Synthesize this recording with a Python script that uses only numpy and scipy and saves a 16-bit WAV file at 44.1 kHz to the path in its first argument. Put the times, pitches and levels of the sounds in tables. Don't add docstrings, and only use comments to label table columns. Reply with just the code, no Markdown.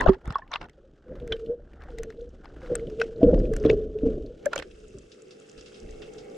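import sys
import numpy as np
from scipy import signal
from scipy.fft import rfft, irfft, next_fast_len
from scipy.io import wavfile
from scipy.ndimage import uniform_filter1d

SR = 44100
rng = np.random.default_rng(int(sys.argv[2]) if len(sys.argv) > 2 else 0)


def to_wav(sig):
    pcm = np.clip(np.atleast_2d(sig), -1, 1) * 32767
    pcm = np.round(pcm).astype(np.int16)
    wavfile.write(sys.argv[1], SR, pcm.T)


N = 280913
TIME = np.arange(N) / SR

# start_s [s], pitch_hz [Hz, at the end of the swell], level_db [dB], swell_s [s], t60_s [s], left_right_db [dB]
PLOPS = [(0.0095, 1760, -13.5, 0.0027, 0.0052, 12), (0.0193, 1030, -27.5, 0.00063, 0.19, -20),
         (0.061, 633, -7, 0.0052, 0.01, 26), (0.086, 1190, -17.5, 0.00032, 0.035, -27),
         (0.092, 378, -4, 0.0013, 0.097, -6), (0.3561, 1104, -12.5, 0.0011, 0.037, -1.5),
         (0.3825, 953, -42, 0.0023, 0.086, -2), (0.4185, 1760, -40, 0.0042, 0.034, -3),
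         (0.42, 1056, -44, 0.0052, 0.067, -1), (0.344, 3380, -40, 0.0033, 0.022, 1),
         (0.383, 5300, -48, 0.002, 0.015, 0.5), (0.5165, 5980, -37.5, 0.00053, 0.0087, 1),
         (0.5324, 2270, -30, 0.001, 0.02, -1), (0.539, 3740, -18.5, 0.00034, 0.0058, -3),
         (0.5589, 2710, -18, 0.00031, 0.0088, 3), (0.5566, 1180, -25, 0.0006, 0.032, 0),
         (0.557, 897, -29.5, 0.00083, 0.028, -2), (0.557, 2067, -29, 0.00069, 0.029, 3.5),
         (1.32, 1543, -31.5, 0.0025, 0.041, 2), (1.321, 2380, -31, 0.001, 0.028, 3),
         (1.322, 3870, -39, 0.00076, 0.06, 0), (1.323, 3400, -20.5, 0.00031, 0.025, 0),
         (1.323, 3090, -27.5, 0.0035, 0.048, -5), (2.032, 6200, -54, 0.0032, 0.033, 0),
         (3.698, 2236, -25.5, 0.0042, 0.012, 5), (3.712, 6700, -44, 0.00086, 0.012, 5),
         (4.5578, 6870, -28.5, 0.00065, 0.013, -15), (4.624, 1880, -52, 0.0023, 0.027, -4),
         (2.7533, 8020, -18, 0.0016, 0.0053, 2.5), (3.0145, 1504, -14.5, 0.0028, 0.017, 5),
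         (3.0155, 2570, -24, 0.0021, 0.022, 5), (3.016, 5600, -37.5, 0.0012, 0.03, 4),
         (3.66, 3190, -38.5, 0.0017, 0.028, 0.5), (3.699, 1930, -24, 0.0012, 0.011, 5),
         (3.7, 2540, -26, 0.00081, 0.016, -1), (3.7, 3580, -34.5, 0.001, 0.011, 2),
         (4.5595, 2310, -35, 0.0012, 0.048, -2), (4.598, 1660, -45, 0.0012, 0.028, -8),
         (4.59, 524, -32, 0.003, 0.083, 0), (4.4628, 1660, -25, 0.0041, 0.013, -11),
         (4.4575, 576, -14.5, 0.011, 0.048, 5.5), (4.532, 1400, -22, 0.0037, 0.023, -7),
         (4.534, 2420, -30.5, 0.00098, 0.017, 7), (4.577, 3220, -32, 0.002, 0.034, -5),
         (4.5595, 542, -24.5, 0.0021, 0.061, 2)]
# start_s [s], pitch_hz [Hz, at the end of the swell], level_db [dB], swell_s [s], t60_s [s]
GULPS = [(0.078, 40, -7.5, 0.0017, 0.11), (0.0923, 215, -6, 0.00046, 0.042),
         (0.2763, 99, -22.5, 0.0035, 0.022), (0.304, 118, -21.5, 0.0044, 0.018),
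         (0.775, 543, -50, 0.008, 0.07), (0.84, 530, -49.5, 0.008, 0.096), (1.115, 578, -36, 0.007, 0.08),
         (1.165, 540, -37, 0.0054, 0.068), (1.595, 573.3, -42, 0.0033, 0.05), (2.7, 487, -24, 0.0045, 0.08),
         (2.712, 605, -35, 0.005, 0.09), (3.213, 654, -21.5, 0.0071, 0.16), (3.23, 290, -7.5, 0.0017, 0.12),
         (3.229, 483, -8.5, 0.004, 0.045), (3.2395, 482, -9.5, 0.0068, 0.064),
         (3.246, 38.34, -16.5, 0.015, 1), (3.258, 203, -18, 0.0066, 0.06), (3.264, 482, -8.5, 0.026, 0.061),
         (3.3, 600, -22, 0.0067, 0.082), (3.328, 268, -12, 0.0015, 0.026),
         (3.3315, 511, -11.5, 0.0028, 0.046), (3.333, 190, -15.5, 0.004, 0.07),
         (3.375, 519, -20, 0.0047, 0.12), (3.377, 605, -27, 0.0017, 0.069),
         (3.425, 498, -23.5, 0.017, 0.099), (3.512, 445, -19, 0.0042, 0.14), (3.6, 423, -24, 0.017, 0.26),
         (3.648, 443.3, -11.5, 0.0054, 0.19), (3.651, 296, -11.5, 0.0033, 0.13),
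         (3.652, 560, -24, 0.0017, 0.055), (3.657, 143, -16.5, 0.0026, 0.051),
         (3.698, 438, -10, 0.0044, 0.13), (3.729, 411, -13, 0.0043, 0.074),
         (3.73, 590, -42, 0.00077, 0.028), (4.033, 586, -32.5, 0.0031, 0.067),
         (4.032, 277, -14, 0.004, 0.053), (4.054, 45.2, -17.5, 0.016, 0.15),
         (4.065, 267.5, -16.5, 0.0017, 0.1), (4.291, 489, -37.5, 0.01, 0.15),
         (4.65, 366, -39.5, 0.009, 0.08), (4.825, 424, -44.5, 0.015, 0.25),
         (4.941, 387.5, -37.5, 0.0056, 0.18), (4.945, 131, -39.5, 0.0079, 0.079),
         (5.25, 370, -45, 0.023, 0.29), (5.82, 205.5, -42, 0.02, 0.23), (6.32, 303, -44.5, 0.012, 0.12)]


def bubbles():
    out = np.zeros((2, N))
    for start_s, pitch_hz, level_db, swell_s, t60_s, left_right_db in PLOPS:
        add(out, start_s, pan(left_right_db) * bubble(pitch_hz, level_db, swell_s, t60_s))
    for start_s, pitch_hz, level_db, swell_s, t60_s in GULPS:
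        add(out, start_s, bubble(pitch_hz, level_db, swell_s, t60_s))
    return out


def bubble(pitch_hz, level_db, swell_s, t60_s, glide=0.0087, grit_db=-22):
    t = np.arange(SR // 2) / SR
    swell = np.sin(np.pi / 2 * np.minimum(t / max(swell_s, 1e-4), 1)) ** 2
    shape = swell * amp(-60 * np.maximum(t - swell_s, 0) / t60_s)
    turns = np.cumsum(pitch_hz * (1 + glide * np.minimum((t - swell_s) / t60_s, 1))) / SR
    lowpass = signal.butter(7, 1.35 * pitch_hz, fs=SR, output="sos")
    grit = unit(signal.sosfilt(lowpass, rng.standard_normal(len(t))))
    return amp(level_db) * shape * (np.sin(2 * np.pi * turns) + amp(grit_db) * grit)


# peak_s [s], level_db [dB], centre_hz [Hz], treble_db [dB], left_right_db [dB]
SPLATS = [(0.009, -23, 1830, -32, 0), (0.021, -33.5, 1060, -54.5, -6), (0.032, -32.5, 1100, -56, -1),
          (0.04, -31.5, 980, -52, -7), (0.062, -32.5, 990, -61, -2.5), (0.0843, -32, 1180, -55, 5),
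          (0.094, -28.5, 905, -48.5, -14.5), (0.122, -38, 910, -65, 2), (0.134, -37.5, 1530, -63, -1),
          (0.145, -40, 1370, -67, 9), (0.257, -40.5, 1650, -51.5, -2), (0.277, -36, 1220, -46.5, 2.5),
          (0.306, -23.5, 1220, -50.5, -1), (0.325, -34, 1300, -47, 2), (0.356, -32.5, 750, -64, -2.5),
          (0.3852, -37.5, 960, -58, -1), (0.519, -31, 1070, -65, 0.5), (0.5357, -27.5, 3800, -63, 5),
          (0.538, -19.5, 1090, -65, 3), (0.546, -27, 1300, -69, 0), (0.5551, -34, 3300, -59, 9),
          (0.561, -34, 1330, -61, -5), (0.6147, -25.5, 950, -75, -1), (0.629, -38, 1110, -62.5, 4),
          (0.643, -43, 2000, -60.5, 0), (0.654, -58, 1400, -72, 3), (0.697, -42.5, 1730, -54, 0),
          (1.277, -38, 1493, -45, 0.5), (1.3252, -24, 1610, -48, -2), (1.8211, -43.5, 1210, -72, 5),
          (1.986, -31.5, 1860, -38, 4.5), (2.034, -34.5, 1500, -36.5, 1.5), (2.1038, -36, 1550, -53.5, 4.5),
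          (2.4565, -37, 810, -74, 7), (2.7541, -25, 1440, -28, 7), (3.0155, -20.5, 2030, -43, -3),
          (3.23, -34, 994, -73.5, 0), (3.344, -36.5, 868, -64, 3), (3.402, -41.5, 1510, -54, 5),
          (3.5371, -32, 1440, -40, 3.5), (3.5657, -30, 1400, -31.5, 3), (3.6512, -29.5, 1100, -56, -10),
          (3.6613, -28.5, 3230, -61, 5), (3.698, -22, 2800, -56, 4.5), (3.7117, -34.5, 2500, -53, 26),
          (4.4585, -22, 1430, -24.5, -2.5), (4.5331, -19, 850, -36, 0), (4.5608, -19.5, 1440, -33, -4),
          (4.5793, -22.5, 2870, -32, 9), (4.59, -25.5, 2960, -32.5, -3), (4.5991, -25, 1530, -40, -13),
          (4.625, -28.5, 1540, -50, -2)]
# [dB, relative]
CASE = [(1000, 150, -52), (2610, 86, -19), (3300, 47, -28.5), (4320, 140, -22), (5250, 510, -20)]
# [dB per Hz, relative]
SLAP = [(100, -19), (500, 22.5), (1000, 6.5), (1700, 8), (3400, 5), (5000, -2.5), (7000, -26), (10000, -56),
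        (16000, -68.5)]
TICK = [(1500, -22.5), (4000, -18.5), (6000, 9.5), (8500, 4.5), (10500, -7.5), (16000, -16)]
# frequency_hz [Hz], coherence [0 to 1]
IN_AIR = [(100, 0.55), (250, 0.51), (600, 0.94), (9000, 0.37)]
AWASH = [(100, 1), (500, 1), (1000, 0.99), (9000, 0.97)]


def splats(slap_db=0, tick_db=2, ring_share=0.51, ring_half_width_hz=330, tick_s=0.00067,
           rise_s=0.0014, t60_s=0.014, soft_db=-21, lead_in_s=0.012, die_away_s=0.014,
           linger_db=-34, linger_s=0.036):
    out, t = np.zeros((2, N)), np.arange(-1024, 4096) / SR
    before, after = np.maximum(-t, 0), np.maximum(t, 0)
    shape = np.exp(-before / rise_s - np.log(1000) * after / t60_s)
    shape += amp(soft_db) * np.exp(-before / lead_in_s - after / die_away_s)
    shape += amp(linger_db) * np.exp(-before / rise_s - after / linger_s)
    bubble_noise = steady(droplets(9000, 1.3, cycles=3.6, size=SR), 0.0078)
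    for peak_s, level_db, centre_hz, treble_db, left_right_db in SPLATS:
        likeness = AWASH if 1 < peak_s < 4 else IN_AIR
        first = rng.integers(SR - len(t))
        splash = shape * ports(bubble_noise[:, first:first + len(t)], likeness)
        ring = resonate_twice(splash, centre_hz, 2 * ring_half_width_hz)
        slap = (1 - ring_share) * unit(colour(splash, SLAP)) + ring_share * unit(ring)
        for mode_hz, half_width_hz, mode_db in CASE:
            slap += amp(mode_db) * unit(resonate_twice(splash, mode_hz, 2 * half_width_hz))
        hiss = ports(rng.standard_normal((2, len(t))), likeness)
        tick = colour(hiss * np.exp(-abs(t) / tick_s), TICK)
        sound = amp(level_db + slap_db) * slap / abs(slap).max()
        sound += amp(treble_db + tick_db) * tick / abs(tick).max()
        add(out, peak_s + t[0], pan(left_right_db) * sound[:, peak_s + t >= 0])
    return out


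# [dB, before the gurgle and trim]
POCKETS = [
    [(1.05, 489.7, -52), (1.118, 524.4, -40.5), (1.198, 488, -59), (1.23, 487.3, -36.5), (1.272, 478, -39),
     (1.316, 448, -30), (1.384, 453.7, -46.5), (1.438, 443.7, -36.5), (1.462, 454.3, -42), (1.51, 466, -25),
     (1.526, 486, -28.5), (1.56, 485, -46.5), (1.62, 469, -55.5), (1.64, 492, -68)],
    [(1.88, 501, -56), (1.926, 465, -39), (1.976, 448, -43.5), (2.002, 457, -35.5), (2.018, 452, -41),
     (2.044, 455, -47), (2.074, 451, -34.5), (2.158, 442, -63.5), (2.196, 463, -34), (2.3, 491, -57)],
    [(2.62, 523, -28), (2.656, 487.8, -52), (2.716, 480.4, -31), (2.738, 480, -27), (2.784, 461, -44.5),
     (2.832, 458.5, -29.5), (2.862, 470, -51), (2.882, 433.4, -34), (2.96, 438.5, -45.5),
     (3.006, 454.3, -26.5), (3.034, 456, -35.5), (3.186, 447.5, -40), (3.21, 436, -28)],
    [(3.75, 427, -19), (3.758, 429.4, -26.5), (3.928, 432.9, -42), (3.964, 428.8, -28),
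     (4.004, 439.6, -45.5), (4.03, 445.8, -28), (4.064, 443, -23.5), (4.184, 425, -45.5),
     (4.21, 448.8, -41), (4.272, 451, -51), (4.308, 462, -42), (4.33, 465, -49)],
]


def pocket(pocket_db=-1.0, rough_db=-10, width_hz=170, waver=0.017, gurgle_db=3.38):
    out = np.zeros((1, N))
    sway, gurgle = 1 + waver * wander(30), amp(gurgle_db * wander(35))
    for curve in POCKETS:
        start_s, pitch_hz, level_db = np.transpose(curve)
        under = (TIME > start_s[0]) & (TIME < start_s[-1])
        hz = np.interp(TIME[under], start_s, pitch_hz) * sway[under]
        rough = rng.standard_normal((1, N))[:, under]
        for _ in range(3):
            rough = resonate(rough, hz, width_hz)
        tone = np.sqrt(2) * np.sin(2 * np.pi * np.cumsum(hz) / SR)
        note = tone + amp(rough_db) * unit(rough)
        gain = amp(pocket_db + np.interp(TIME[under], start_s, level_db))
        fade = signal.windows.tukey(len(hz), 0.1)
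        out[:, under] += gain * gurgle[under] * fade * note
    return out


# [dB per Hz, relative]
SWIRL = [(40, -26.5), (110, 3.5), (200, 1.5), (290, 4), (370, 4), (500, 0.5), (620, -4), (720, -21),
         (850, -48), (1200, -54), (2500, -52), (6000, -100)]
RUMBLE = [(8, -34), (22, -1.5), (38, -0.5), (47, -6), (62, -1.5), (85, -17.5), (140, -25), (400, -86),
          (2000, -100)]


def wash(swirl_db=-2, rumble_db=0, lumpy_db=2):
    eddies = ports(crackle(650, 3.0) + 0.39 * rng.standard_normal((2, N)), AWASH)
    swirl = steady(colour(eddies, SWIRL), 0.14) * amp(lumpy_db * wander(28))
    rumble = steady(colour(rng.standard_normal((1, N)), RUMBLE, size=16384), 0.3)
    return amp(swirl_db) * flow() * swirl + amp(rumble_db) * flow(order=2) * rumble


# start_s [s], swirl_db [dB], rumble_db [dB]
FLOW = [(0, -28.5, -27), (0.2, -56.5, -58), (0.45, -58, -56.5), (1.04, -58, -60.5), (1.11, -39.5, -42),
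        (1.35, -50, -46.5), (1.7, -55.5, -49.5), (2.02, -46, -40.5), (2.38, -53, -50), (2.75, -40, -41),
        (3.2, -44, -49.5), (3.27, -29.5, -21.5), (3.58, -36.5, -33), (4.2, -46, -43.5), (4.4, -56.5, -63),
        (4.92, -54.5, -50), (5.35, -60.5, -89), (6.37, -53.5, -83)]
# peak_s [s], swirl_db [dB], rumble_db [dB], decay_s [s]
SURGES = [(0.087, -19, -31, 0.0062), (0.279, -36.5, -27.5, 0.02), (0.618, -46, -44, 0.032),
          (1.24, -37, -43, 0.0072), (1.326, -29.5, -33, 0.0094), (1.496, -30, -53, 0.016),
          (2.719, -33, -48, 0.018), (2.885, -34.5, -52, 0.0082), (3.24, -13.5, -41, 0.019),
          (3.336, -21, -33.5, 0.071), (3.659, -21, -28, 0.058), (4.058, -27, -29, 0.095),
          (4.59, -46, -42.5, 0.025), (4.956, -48, -56, 0.041), (5.58, -55, -51.5, 0.077),
          (5.838, -51, -41, 0.15)]


def flow(order=1, surge_rise_s=0.013):
    gain = level(FLOW, order=order)
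    for row in SURGES:
        peak_s, decay_s = row[0], row[3]
        gain += amp(row[order]) * held(peak_s, peak_s, surge_rise_s, decay_s)
    return gain


# [dB, before the trim]
SPRAYS = [(0.0, 0.013, -24.5), (0.024, 0.019, -37), (0.062, 0.033, -26.5), (0.118, 0.032, -44),
          (0.245, 0.15, -46), (0.387, 0.11, -63), (0.515, 0.052, -38.5), (0.612, 0.046, -46),
          (1.318, 0.013, -49), (2.993, 0.037, -59), (3.647, 0.091, -51.5), (4.553, 0.052, -51)]
# [dB per Hz, relative]
FOAM = [(300, 15), (700, 9), (1100, 12), (1800, 7), (2400, -11), (3200, -5.5), (5500, -21.5), (8000, -26.5),
        (10000, -43), (16000, -59.5)]


def spray(spray_db=-1, clump_db=1.0, rise_s=0.0022, fall_s=0.0066):
    drops = ports(droplets(1700, 4.2, cycles=6), IN_AIR)
    sheets = np.zeros(N)
    for start_s, length_s, level_db in SPRAYS:
        sheets += amp(level_db) * held(start_s, start_s + length_s, rise_s, fall_s)
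    return amp(spray_db) * sheets * steady(colour(drops, FOAM), 0.024) * amp(clump_db * wander(90))


# start_s [s], coarse_db [dB], froth_db [dB]
FIZZ = [(0.05, -66, -77.5), (0.45, -69, -83.5), (0.95, -76.5, -82), (1.16, -61, -77), (1.42, -68.5, -70),
        (1.6, -72.5, -82.5), (1.74, -67, -80), (1.84, -52, -76), (1.95, -65.5, -70.5), (2.2, -73, -75.5),
        (2.38, -70, -76), (2.45, -57.5, -72), (2.53, -64.5, -73.5), (2.66, -55, -66), (2.88, -66.5, -68),
        (3.04, -62.5, -61), (3.17, -68, -72), (3.25, -56, -65), (3.5, -65, -68), (3.67, -55.5, -62.5),
        (3.89, -72.5, -74), (4.08, -63, -65), (4.22, -71, -73.5), (4.6, -72, -64)]
# [dB per Hz, relative]
COARSE = [(450, -8.5), (750, 3.5), (1000, -6), (1450, 3.5), (1850, -4), (2400, -16.5), (6000, -38),
          (12000, -77)]
FROTH = [(1200, -26.5), (2200, -1.5), (3000, 6), (4200, -2), (5500, -3), (6700, -5.5), (8500, -12),
         (11000, -30), (16000, -40)]


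def fizz(coarse_db=0, froth_db=0, clump_db=2.5, grain=0.6):
    coarse = unit(colour(ports(droplets(2500, 2.0, cycles=2.5), AWASH), COARSE))
    ticks = crackle(260, 3.5)
    froth = unit(colour(ports(grain * ticks + rng.standard_normal((2, N)), AWASH), FROTH))
    both = amp(coarse_db) * level(FIZZ) * coarse + amp(froth_db) * level(FIZZ, order=2) * froth
    return both * amp(clump_db * wander(60))


# [dB, peak of the tick]
DRIPS = [(0.213, 800, -50), (0.477, 2400, -50), (0.661, 5900, -67), (0.686, 1500, -46), (0.732, 3500, -61),
         (1.082, 1100, -54), (1.154, 1520, -44), (1.157, 3500, -59), (1.172, 1000, -55), (1.199, 2650, -49),
         (1.222, 2680, -56), (1.365, 2400, -46.5), (1.398, 1370, -49), (1.461, 3150, -48.5),
         (1.733, 2000, -48.5), (1.806, 1390, -50), (1.836, 1170, -42), (1.855, 1300, -63),
         (1.904, 3020, -52), (2.124, 1690, -48), (2.172, 3430, -58), (2.208, 3500, -51.5),
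         (2.213, 6330, -59), (2.291, 5970, -57.5), (2.444, 1550, -43), (2.489, 4500, -60),
         (2.563, 1360, -46), (2.618, 1200, -46), (2.633, 1390, -46), (2.66, 1660, -42.5),
         (2.667, 3800, -52), (2.795, 1830, -40.5), (2.87, 3000, -44.5), (2.899, 1800, -48),
         (2.899, 5500, -52), (2.999, 2500, -30.5), (3.161, 4044, -53), (3.236, 3040, -39.5),
         (3.391, 5200, -45.5), (3.453, 2700, -44), (3.599, 5250, -45.5), (3.628, 5600, -51),
         (3.638, 1500, -35.5), (3.731, 4940, -50), (3.786, 2500, -60), (3.814, 3050, -54),
         (3.987, 2400, -47), (4.084, 2300, -52), (4.122, 2280, -56), (4.262, 4178, -48)]


def pops(drips_db=0, width_hz=1500, pop_s=0.0032, tail_db=-17, tail_s=0.011):
    out = np.zeros((2, N))
    for start_s, centre_hz, level_db in DRIPS:
        tick = burst(centre_hz, width_hz, pop_s, AWASH)
        fizzle = burst(centre_hz, 2 * width_hz, tail_s, AWASH)
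        add(out, start_s, amp(level_db + drips_db) * (tick + amp(tail_db) * fizzle))
    return out


# [dB, before the trim]
HARBOUR = [(4.45, -41.5, -74), (4.7, -50.5, -61.5), (5.0, -52, -62), (5.35, -48, -60), (5.65, -49, -56.5),
           (5.85, -44, -58), (6.1, -42, -58), (6.37, -40.5, -58)]
# [dB, relative]
ENGINE = [(155, -43), (206, -40), (304, -42), (366, -37), (428, -37), (441.5, -34), (489.7, -31.5),
          (550.5, -31.5), (611, -54), (673, -48), (734.6, -48.5), (796.7, -46), (857, -55), (918, -61)]
# [dB per Hz, relative]
DRONE = [(50, -8), (100, -19), (155, -6.5), (215, 1), (270, -1.5), (350, 2.5), (440, 16), (480, 1),
         (560, 1), (620, -26), (800, -26), (1050, -27), (1500, -47.5)]
# frequency_hz [Hz], coherence [0 to 1]
SUNK = [(60, 0.9), (250, 1), (500, 0.075), (2000, 0.21), (8400, 0.74)]


def engine(drone_db=-6, lines_db=-5, waver=0.0018, flutter_db=2, lean_db=-1, brighten=1.0):
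    drone = unit(colour(ports(rng.standard_normal((2, N)), SUNK), DRONE))
    clock, gain = np.cumsum(1 + waver * wander(3)) / SR, level(HARBOUR)
    nearness, lines = gain / gain.max(), 0
    for pitch_hz, level_db in ENGINE:
        turns = pitch_hz * clock + rng.random() + 0.38 * rng.random((2, 1))
        octaves_up = max(np.log2(pitch_hz / 440), 0)
        strength = amp(level_db + flutter_db * wander(3.2)) * nearness ** (brighten * octaves_up)
        lines += strength * np.sin(2 * np.pi * turns)
    full_rms = np.sqrt(sum(amp(level_db) ** 2 for _, level_db in ENGINE) / 2)
    return gain * pan(lean_db) * (amp(drone_db) * drone + amp(lines_db) * lines / full_rms)


# [dB per Hz, relative]
PROPELLER = [(450, -61), (620, 8), (800, 7), (1000, -12), (1350, 0), (1800, -20), (2200, 5.5), (2700, -31),
             (4000, -42)]


def propeller(rush_db=-58, growth=1.9):
    gain = level(HARBOUR)
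    rush = unit(colour(ports(rng.standard_normal((2, N)), SUNK), PROPELLER))
    return amp(rush_db) * (gain / gain.max()) ** growth * rush


# start_s [s], peak_db [dB, before the trim], centre_hz [Hz, before the colour], decay_s [s]
SNAPS = [(4.7125, -46, 3300, 0.0061), (4.881, -50, 7800, .002), (4.985, -38.5, 6960, 0.0029),
         (5.117, -40, 4260, 0.016), (5.22, -43, 7700, 0.0028), (5.308, -38.5, 4240, 0.017),
         (5.4, -41.5, 7400, 0.0012), (5.496, -40, 5700, 0.003), (5.515, -43.5, 6500, 0.0025),
         (5.577, -41, 4170, 0.03), (5.61, -40, 4970, 0.0024), (5.659, -41.5, 4130, 0.024),
         (5.742, -42.5, 3930, 0.034), (5.801, -39, 6300, 0.0016), (5.908, -42, 6230, 0.0033),
         (6.019, -38.5, 2800, 0.022), (6.135, -43, 6660, 0.0044), (6.1818, -41.5, 4350, 0.023)]
# [dB per Hz, relative]
HISS = [(700, -16), (1050, -5.5), (1320, 5), (1550, 2.5), (1900, -1), (2150, -0.5), (2420, -2.5),
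        (2680, 8.5), (2920, -0.5), (3150, 1.5), (4200, -6), (5000, -1), (7700, -5), (9500, -11.5),
        (11000, -25.5), (16000, -63)]


def shrimp(hiss_db=-2, near_db=-1, snap_width_hz=3200, swell_db=-1.1):
    grain = rng.standard_normal((2, N)) + .58 * droplets(700, 3.3, cycles=2.5)
    crowd = unit(colour(ports(grain, SUNK), HISS))
    out = amp(hiss_db + swell_db * wander(36)) * level(HARBOUR, order=2) * crowd
    for start_s, peak_db, centre_hz, decay_s in SNAPS:
        snap = colour(burst(centre_hz, snap_width_hz, decay_s, SUNK), HISS)
        add(out, start_s, amp(peak_db + near_db) * snap / abs(snap).max())
    return out


def droplets(per_s, spread_db, cycles, count=28, size=N):
    clicks, t = crackle(per_s, spread_db, size=size), np.arange(SR // 40) / SR
    kind, out = rng.integers(0, count, size), np.zeros((2, size + len(t)))
    for k, hz in enumerate(np.geomspace(650, 10000, count)):
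        age = hz * t / cycles
        ping = hz ** .75 * np.sin(2 * np.pi * hz * t) * (np.exp(-age) - np.exp(-4 * age))
        starts = np.flatnonzero(kind == k)
        for channel in range(2):
            for at in starts[clicks[channel, starts] != 0]:
                out[channel, at:at + len(t)] += clicks[channel, at] * ping
    return unit(out[:, :size])


def burst(hz, width_hz, decay_s, likeness, rise_s=0.0002):
    t = np.arange(SR // 12) / SR
    puff = ports(rng.standard_normal((2, len(t))), likeness)
    puff = puff * np.exp(-t / decay_s) * (1 - np.exp(-t / rise_s))
    ring = resonate_twice(puff, hz, width_hz)
    return ring / abs(ring).max()


def crackle(per_s, spread_db, most=4, size=N):
    height = amp(spread_db * np.minimum(rng.exponential(1, (2, size)), most))
    sign = rng.choice([-1, 1], (2, size))
    return unit(height * sign * (rng.random((2, size)) < per_s / SR))


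def resonate(x, hz, width_hz):
    turn = np.exp(2j * np.pi * np.cumsum(hz * np.ones(x.shape[1])) / SR)
    r = np.exp(-np.pi * width_hz / SR)
    return 2 * (turn * signal.lfilter([1 - r], [1, -r], x / turn + 1e-18)).real


def resonate_twice(x, hz, width_hz):
    return resonate(resonate(x, hz, width_hz), hz, width_hz)


def colour(x, points, size=4096):
    log_gain = np.log(amp(read(points, abs(np.fft.fftfreq(size, 1 / SR)))))
    taps = np.fft.ifft(np.exp(np.conj(signal.hilbert(log_gain)))).real[:size // 2]
    return signal.fftconvolve(x, taps[None], axes=1)[:, :x.shape[1]]


def ports(pair, likeness):
    count = next_fast_len(pair.shape[1], True)
    same = np.clip(read(likeness, np.fft.rfftfreq(count, 1 / SR)), 0, 1)
    mid, side = rfft(pair, count) * np.sqrt([(1 + same) / 2, (1 - same) / 2])
    return irfft(np.array([mid + side, mid - side]), count)[:, :pair.shape[1]]


def steady(x, span_s):
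    size = max(int(span_s * SR), 2)
    power = uniform_filter1d(uniform_filter1d((x ** 2).mean(0), size), size)
    return x / np.sqrt(abs(power) + 1e-12)


def wander(rate_hz):
    count = 2048
    hz = np.fft.rfftfreq(count, N / SR / count)
    slow = irfft(rfft(rng.standard_normal(count)) / (1 + (hz / rate_hz) ** 4), count)
    return np.interp(TIME, np.linspace(0, N / SR, count), unit(slow))


def held(start_s, end_s, rise_s, fall_s):
    return np.exp(-np.maximum(start_s - TIME, 0) / rise_s - np.maximum(TIME - end_s, 0) / fall_s)


def level(rows, order=1):
    rows = np.asarray(rows)
    outside_s = np.maximum(rows[0, 0] - TIME, 0) + np.maximum(TIME - rows[-1, 0], 0)
    return amp(np.interp(TIME, rows[:, 0], rows[:, order])) * np.exp(-outside_s / .06)


def read(points, hz):
    f, value = np.transpose(points)
    return np.interp(np.log(hz + 1), np.log(f), value)


def pan(left_right_db):
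    gains = amp([[left_right_db / 2], [-left_right_db / 2]])
    return gains / gains.mean()


def add(mix, start_s, sound):
    part = mix[:, max(round(start_s * SR), 0):][:, :sound.shape[-1]]
    part += sound[..., :part.shape[-1]]


def amp(db):
    return 10 ** (np.asarray(db) / 20)


def unit(x):
    return x / np.sqrt(np.mean(x ** 2) + 1e-20)


def scene():
    at_case = bubbles() + splats() + pocket() + wash() + spray() + fizz() + pops()
    return at_case + engine() + propeller() + shrimp()


def record(dry, cutoff_hz=15900):
    lowpass = signal.firwin(511, cutoff_hz, window=("kaiser", 9), fs=SR)
    return signal.oaconvolve(np.clip(dry, -1, 1), lowpass[None], "same")


dry = scene()
out = record(dry)
to_wav(out)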